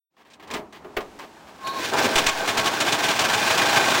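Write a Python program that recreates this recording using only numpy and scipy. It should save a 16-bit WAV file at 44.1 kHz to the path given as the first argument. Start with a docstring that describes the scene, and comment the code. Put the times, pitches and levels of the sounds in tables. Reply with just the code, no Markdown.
"""A quiet street: an antique four-cylinder car is hand cranked a few metres away.
The crank rattles into its socket and clunks against the frame; on the pull the dry shaft squeals
and gears and pistons churn over. The engine catches with two sharp spits, fires unevenly, then gathers
speed in a dense tinny clatter, each firing ringing the bonnet and chuffing from the exhaust.
Distant traffic and a faint hiss lie underneath."""
import sys
import numpy as np
from scipy import signal
from scipy.fft import rfft, irfft, next_fast_len
from scipy.io import wavfile
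from scipy.ndimage import map_coordinates

SR = 44100
rng = np.random.default_rng(int(sys.argv[2]) if len(sys.argv) > 2 else 0)


def dump(signal):
    """Clip the signal to [-1, 1] and save it as 16-bit WAV at the path in sys.argv[1]."""
    limited = np.clip(np.atleast_2d(signal).T, -1, 1)
    pcm = np.round(limited * 32767).astype(np.int16)
    wavfile.write(sys.argv[1], SR, pcm)


N = 4 * SR

# resonances of block and bonnet: centre_hz, width_hz, lift_db
METAL_PEAKS = [(280, 45, 3), (650, 60, 6), (820, 50, 3), (960, 40, 3), (1090, 35, 4), (1552, 70, 5.5),
               (1720, 90, 3.5), (2434, 50, 4), (3554, 70, 5), (4016, 70, 4.5), (5642, 80, 4.5),
               (7037, 70, 5)]


def firings():
    """Each firing shakes out tinny clatter, rings the bonnet and chuffs from the exhaust."""
    # uneven at first, then closer: start_s, level_db, length_s
    kicks = [(1.669, -29.5, 0.0072), (1.837, -31.5, .021), (1.933, -25, .007), (2.04, -23, 0.019),
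             (2.156, -19, 0.039), (2.263, -22.5, .034), (2.386, -32.5, 0.021), (2.473, -22, .028),
             (2.571, -20.5, 0.028), (2.657, -20.5, 0.021), (2.729, -30.5, .014), (2.803, -22.5, 0.024),
             (2.862, -22, 0.033), (2.918, -23, 0.029), (2.984, -24.5, .014), (3.033, -22, 0.026),
             (3.082, -21.5, 0.034), (3.151, -28, .021), (3.193, -20.5, 0.029), (3.238, -21, 0.018),
             (3.285, -23, .025), (3.33, -19.5, 0.018), (3.373, -27.5, .018), (3.414, -23, .016),
             (3.453, -23.5, 0.031), (3.498, -22, .018), (3.535, -24.5, .013), (3.574, -21, 0.024),
             (3.613, -23, 0.021), (3.653, -22.5, 0.012), (3.682, -22, 0.018), (3.72, -21.5, 0.019),
             (3.757, -19, 0.022), (3.796, -21.5, 0.019), (3.832, -24, .014), (3.87, -21, 0.02),
             (3.901, -22, 0.021), (3.94, -20, 0.015), (3.974, -23, 0.014)]
    # spectra: freq_hz, level_db
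    clatter_spectrum = [(88, -45.5), (150, -10.5), (302, -9), (490, -18.5), (631, -4.5), (1090, -4),
                        (1340, -4), (2020, -7), (2310, -4), (3410, -6.5), (4650, -12.5), (7130, -14.5),
                        (12000, -29), (15500, -25)]
    exhaust_spectrum = [(30, -6.5), (80, -2.5), (115, 10), (150, 5.5), (270, 2), (400, 8), (700, -5.5),
                        (2000, -67)]
    bonnet_db, bonnet_t60_s = -9, 0.16
    exhaust_db, exhaust_lag_s = -12.5, 0.0075

    shake = bursts(kicks, rise_s=0.0015, t60_s=0.075) * amp(1.15 * wobble(170))
    clatter = shake * coloured(taps(per_s=1100, wash_db=2.5), clatter_spectrum, METAL_PEAKS)
    modes = [(hz, along(clatter_spectrum, hz) + lift_db, bonnet_t60_s) for hz, _, lift_db in METAL_PEAKS]
    bonnet = sum(ring(modes, s + length_s / 2, db + bonnet_db, rise_s=0.009) for s, db, length_s in kicks)
    chuffs = [(s + exhaust_lag_s, db + exhaust_db, length_s / 2) for s, db, length_s in kicks]
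    exhaust = bursts(chuffs, rise_s=0.0037, t60_s=0.12) * coloured(noise(), exhaust_spectrum)
    return clatter + bonnet + exhaust


def churn():
    """Gears, valves and pistons rumble and tick while the shaft turns."""
    # time_s, bass_db, mid_db, treble_db
    levels = [(1.2, -88, -90, -90), (1.35, -71, -53, -66), (1.58, -74, -56, -57), (1.64, -51, -40, -47),
              (1.72, -44, -39, -43), (1.78, -38, -36.5, -36), (1.85, -38.5, -34.5, -27.5),
              (1.915, -36, -36, -35), (1.94, -27, -23, -33.5), (1.99, -28, -22, -24.5),
              (2.06, -27, -26, -27), (2.11, -32, -29, -30.5), (2.23, -31.5, -28.5, -28.5),
              (2.34, -51, -33.5, -31.5), (2.42, -35, -30, -31.5), (2.77, -35.5, -29.5, -29.5),
              (3.15, -39, -29.5, -29.5), (3.55, -34, -24.5, -25), (4, -32.5, -24.5, -26.5)]
    # spectra: freq_hz, level_db
    bass_spectrum = [(30, -29), (80, -10.5), (120, -9), (200, -2.5), (270, 1), (430, 3), (540, -0.5),
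                     (800, -12.5), (2000, -72)]
    mid_spectrum = [(60, -48), (300, -13.5), (520, -8.5), (640, -3), (820, 1.5), (1150, -3.5), (1600, -4.5),
                    (2200, -18.5), (4000, -41), (12000, -88)]
    treble_spectrum = [(500, -57), (1500, 1), (2400, 3.5), (3600, -0.5), (5500, -3), (8000, -9.5),
                       (10000, -15), (12000, -22), (15500, -13)]

    bass_db, mid_db, treble_db = curves(levels)
    bass = amp(bass_db + 1.8 * wobble(50)) * coloured(noise(), bass_spectrum, METAL_PEAKS)
    mid = amp(mid_db + wobble(70)) * coloured(taps(per_s=900, wash_db=4), mid_spectrum, METAL_PEAKS)
    treble_gain = amp(treble_db + 1.33 * wobble(110))
    treble = treble_gain * coloured(taps(per_s=800, wash_db=1.5), treble_spectrum, METAL_PEAKS)
    return bass + mid + treble


def snaps():
    """Bright cracks of steel on steel, from the crank claw and the hardest kicks."""
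    # start_s, level_db, length_s
    hits = [(.3, -48.5, 0.024), (.333, -43, .011), (.473, -48, 0.008), (.51, -32.5, 0.0063),
            (.537, -31, 0.01), (.725, -51, .008), (.966, -36, .0044), (1.189, -45.5, .008),
            (2.155, -18, 0.0053), (2.178, -22.5, 0.0091), (2.265, -18, 0.0067), (2.288, -22.5, 0.0071),
            (2.574, -24.5, .006), (2.802, -22.5, .01), (2.923, -20, 0.0081), (3.191, -19.5, 0.0061),
            (3.333, -26, 0.0056), (3.508, -24.5, .005)]
    # freq_hz, level_db
    spectrum = [(300, -17), (1200, -9.5), (2200, 1), (3400, 0), (5000, -3.5), (7500, -7.5), (9500, -13.5),
                (11500, -38), (15500, -17)]
    envelope = bursts(hits, rise_s=0.00039, t60_s=0.043)
    return envelope * coloured(taps(per_s=4800, wash_db=4), spectrum, METAL_PEAKS)


def spits():
    """The hardest jolts each push one slow wave of air: pressure, then suction."""
    # start_s, level_db, push_s
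    jolts = [(2.157, -22, .04), (2.266, -24, .045), (2.577, -37, .035), (.966, -42, .006),
             (.537, -46, .008)]
    rise_s = 0.0025
    out = np.zeros(N)
    for start_s, db, push_s in jolts:
        t = np.maximum(clock() - start_s, 0)
        attack = 1 - np.exp(-t / rise_s)
        out += amp(db) * attack * (1 - t / push_s) * np.exp(-t / push_s)
    return out


def crank():
    """The loose handle rattles; its knocks crack, ring the frame and boom in the bodywork."""
    # blows on the frame: start_s, level_db, rise_s, crack_offset_db, favoured_hz
    knocks = [(0.506, -32.5, 0.012, -8, 1090), (.542, -27, 0.023, 2, 420), (.585, -38.5, 0.004, -4, 633),
              (.845, -38.5, 0.0026, -4.5, 450), (0.967, -26, 0.0056, 7, 366), (1.192, -49, 0.0046, -7, 985),
              (1.225, -43, 0.0036, -14, 715)]
    # pitch_hz, level_db, t60_s
    frame_modes = [(258, -6, .22), (361, -3, .25), (420, -2, .27), (530, -9, .15), (635, -3, .2),
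                   (715, -7, .18), (910, -6, .15), (985, -6, .15), (1090, -5, .15), (1211, -4, .17),
                   (1486, -11, .15), (1690, -8, .12)]
    # start_s, level_db, length_s
    rattles = [(.166, -42, 0.054), (.249, -46, 0.035), (.3, -50.5, 0.055), (.397, -43.5, 0.011),
               (.425, -42, 0.016), (.472, -46, 0.045), (.502, -35, 0.039), (.537, -31.5, 0.032),
               (.725, -44.5, 0.046), (1.005, -35.5, 0.0048), (1.19, -39, 0.016), (1.215, -43.5, 0.031),
               (1.47, -48.5, 0.026)]
    # spectra: freq_hz, level_db
    boom_spectrum = [(100, -21), (375, 1.5), (520, -7), (640, -3.5), (1200, -12), (2000, -43)]
    rattle_spectrum = [(120, -26), (200, -7.5), (585, -9.5), (1090, -3), (1450, -13.5), (1680, -8),
                       (2020, -10), (3680, -16), (11800, -36.5), (15500, -30)]
    crack_spectrum = [(60, -1.5), (150, -20), (350, -6), (700, 2.5), (1150, -10), (1380, -5), (2000, -2),
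                      (3000, -8.5), (5500, -22), (9000, -34), (15500, -23)]

    frame = sum(ring(frame_modes, s, db - 1, rise_s, hz) for s, db, rise_s, _, hz in knocks)
    boom = bursts([(s, db, 0) for s, db, *_ in knocks], rise_s=0.012, t60_s=0.24)
    boom *= coloured(noise(), boom_spectrum)
    rattle = bursts(rattles, rise_s=0.00045, t60_s=0.12)
    rattle *= coloured(taps(per_s=2000, wash_db=2), rattle_spectrum)
    crack = sum(bursts([(s, db + offset_db, 0)], rise_s / 2, t60_s=0.088)
                for s, db, rise_s, offset_db, _ in knocks)
    crack *= coloured(noise(), crack_spectrum)
    return frame + boom + rattle + crack


def squeal():
    """The dry shaft sings on the pull, sags as the engine takes over and chirps once more."""
    # time_s, pitch_hz, level_db
    contour = [(1.54, 1092, -72), (1.606, 1084, -50), (1.65, 1066, -33), (1.692, 1081, -28.5),
               (1.732, 1083, -37), (1.762, 1082, -31.5), (1.785, 1068, -32), (1.797, 1028, -35.5),
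               (1.84, 1010, -42), (1.89, 990, -80), (2.6, 1090, -70), (2.645, 1095, -32), (2.68, 1102, -28),
               (2.71, 1095, -38), (2.76, 1090, -70)]
    pitch_hz, level_db = curves(contour)
    cycles = np.cumsum(pitch_hz + 7 * wobble(350)) / SR
    tone = np.sqrt(2) * np.sin(2 * np.pi * cycles)
    sounding = (clock() > contour[0][0]) & (clock() < contour[-1][0])
    return tone * amp(level_db + 1.1 * wobble(110)) * sounding


def scrape():
    """The dry bearing bites suddenly with a rough, high scrape."""
    # start_s, level_db, length_s
    bites = [(1.646, -41.5, 0.15)]
    # freq_hz, level_db
    spectrum = [(3200, -31), (3800, -5), (4350, -5.5), (5000, -28), (15500, -36)]
    # bearing resonances: centre_hz, width_hz, lift_db
    peaks = [(3810, 110, 9), (4290, 130, 8), (11030, 110, 24), (13180, 110, 26)]
    envelope = bursts(bites, rise_s=0.0015, t60_s=0.12) * amp(2.5 * wobble(200))
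    return envelope * coloured(taps(per_s=1500, wash_db=-6), spectrum, peaks)


def echo(x):
    """Scatter from road, bodywork and houses; the bass lingers longest."""
    # freq_hz, t60_s
    decay_times = [(150, 0.81), (1000, 0.22), (4000, 0.11), (14000, 0.12)]
    hz, t, bins = signal.stft(rng.standard_normal(SR // 2), SR, nperseg=256)
    decay = amp(-60 * t / along(decay_times, hz)[:, None])
    _, tail = signal.istft(bins * decay, SR, nperseg=256)
    return signal.fftconvolve(x, tail / np.linalg.norm(tail))[:N]


def street():
    """A soft wash of distant traffic and a faint hiss."""
    # time_s, traffic_db, hiss_db
    levels = [(0, -55, -56), (.38, -51.5, -69), (.55, -37.5, -63), (.7, -53.5, -66), (.85, -47, -62),
              (1.1, -48, -56), (1.5, -49, -56.5), (4, -41, -56)]
    # spectra: freq_hz, level_db
    traffic_spectrum = [(25, -31), (50, -5), (75, 3.5), (110, -5), (200, 5.5), (320, 6.5), (520, 1.5),
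                        (850, 4), (1300, -3.5), (1800, -9), (3000, -20), (15500, -60)]
    hiss_spectrum = [(500, -30), (1700, -0.5), (2500, 0), (4000, -3.5), (7500, -8.5), (10000, -15),
                     (12000, -19), (15500, -17)]
    traffic_db, hiss_db = curves(levels)
    traffic = amp(traffic_db + 0.22 * wobble(14.8)) * coloured(noise(), traffic_spectrum)
    return traffic + amp(hiss_db) * coloured(noise(), hiss_spectrum)


def ring(modes, start_s, db, rise_s, favoured_hz=None):
    """One blow on (pitch_hz, level_db, t60_s) modes; the contact point may favour a pitch."""
    favour_db, favour_octaves, scatter_db = 6, 0.2, 2.5
    out, t = np.zeros(N + SR), np.arange(SR // 2) / SR
    attack = 1 - np.exp(-t / rise_s)
    for hz, mode_db, t60_s in modes:
        if favoured_hz:
            mode_db += favour_db * np.exp(-(np.log2(hz / favoured_hz) / favour_octaves) ** 2)
        decay = amp(db + mode_db + rng.normal(0, scatter_db) - 60 * t / t60_s)
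        tone = np.sin(2 * np.pi * (hz * t + rng.random()))
        out[round(start_s * SR):][:len(t)] += attack * decay * tone
    return out[:N]


def taps(per_s, wash_db):
    """Random small metal impacts on a wash of noise, rms 1."""
    hits = (rng.random(N) < per_s / SR) * np.sign(noise()) * amp(-0.5 * noise())
    return unit(unit(hits) + amp(wash_db) * noise())


def bursts(rows, rise_s, t60_s):
    """Attack-hold-release envelopes, summed in power."""
    power, t = np.zeros(N + SR), np.arange(SR // 2) / SR
    attack = 1 - np.exp(-t / rise_s)
    for start_s, db, length_s in rows:
        release = amp(db - 60 * np.maximum(t - length_s, 0) / t60_s)
        power[round(start_s * SR):][:len(t)] += (attack * release) ** 2
    return np.sqrt(power[:N])


def coloured(x, spectrum, peaks=()):
    """x through a causal filter with resonant peaks, rms 1."""
    size = 2 * next_fast_len(N // 2 + 8192)
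    hz = np.fft.rfftfreq(size, 1 / SR)
    peaks_db = sum(lift_db / (1 + (2 * (hz - centre_hz) / width_hz) ** 2)
                   for centre_hz, width_hz, lift_db in peaks)
    cepstrum = irfft(np.log(amp(along(spectrum, hz) + peaks_db)))
    cepstrum[1:size // 2] *= 2  # fold to minimum phase
    cepstrum[size // 2 + 1:] = 0
    return unit(irfft(rfft(x, size) * np.exp(rfft(cepstrum)))[:N])


def lowpass(x, cutoff_hz):
    """Brick-wall low-pass."""
    size = next_fast_len(N + SR // 2)
    passband = np.fft.rfftfreq(size, 1 / SR) < cutoff_hz
    return irfft(rfft(x, size) * passband, size)[:N]


def wobble(knots_per_s):
    """Smooth random curve, rms near 1."""
    return map_coordinates(rng.standard_normal(N // 8), [clock() * knots_per_s], mode="wrap")


def curves(rows):
    """Each column after time_s, interpolated per sample."""
    time_s, *columns = np.transpose(rows)
    return [np.interp(clock(), time_s, column) for column in columns]


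def along(points, hz):
    """(freq_hz, value) points interpolated on a log axis."""
    freq_hz, values = np.transpose(points)
    return np.interp(np.log(hz + 1), np.log(freq_hz + 1), values)


def noise():
    """White noise."""
    return rng.standard_normal(N)


def amp(db):
    """Decibels to gain."""
    return 10 ** (np.asarray(db) / 20)


def unit(x):
    """x at rms 1."""
    return x / np.sqrt(np.mean(x ** 2) + 1e-20)


def clock():
    """Sample times in seconds."""
    return np.arange(N) / SR


def scene():
    """The car in the street, in mono."""
    echo_db = -15
    car = crank() + snaps() + squeal() + scrape() + churn() + firings()
    mono = car + amp(echo_db) * echo(car) + spits() + street()
    return np.array([mono, mono])


def record(dry):
    """Fade-in and band limit."""
    fade_start_s, fade_s = 0.1, 0.48
    fade = np.clip((clock() - fade_start_s) / fade_s, 0, 1)
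    return np.array([lowpass(x * fade, cutoff_hz=15900) for x in dry])


dry = scene()
out = record(dry)
dump(out)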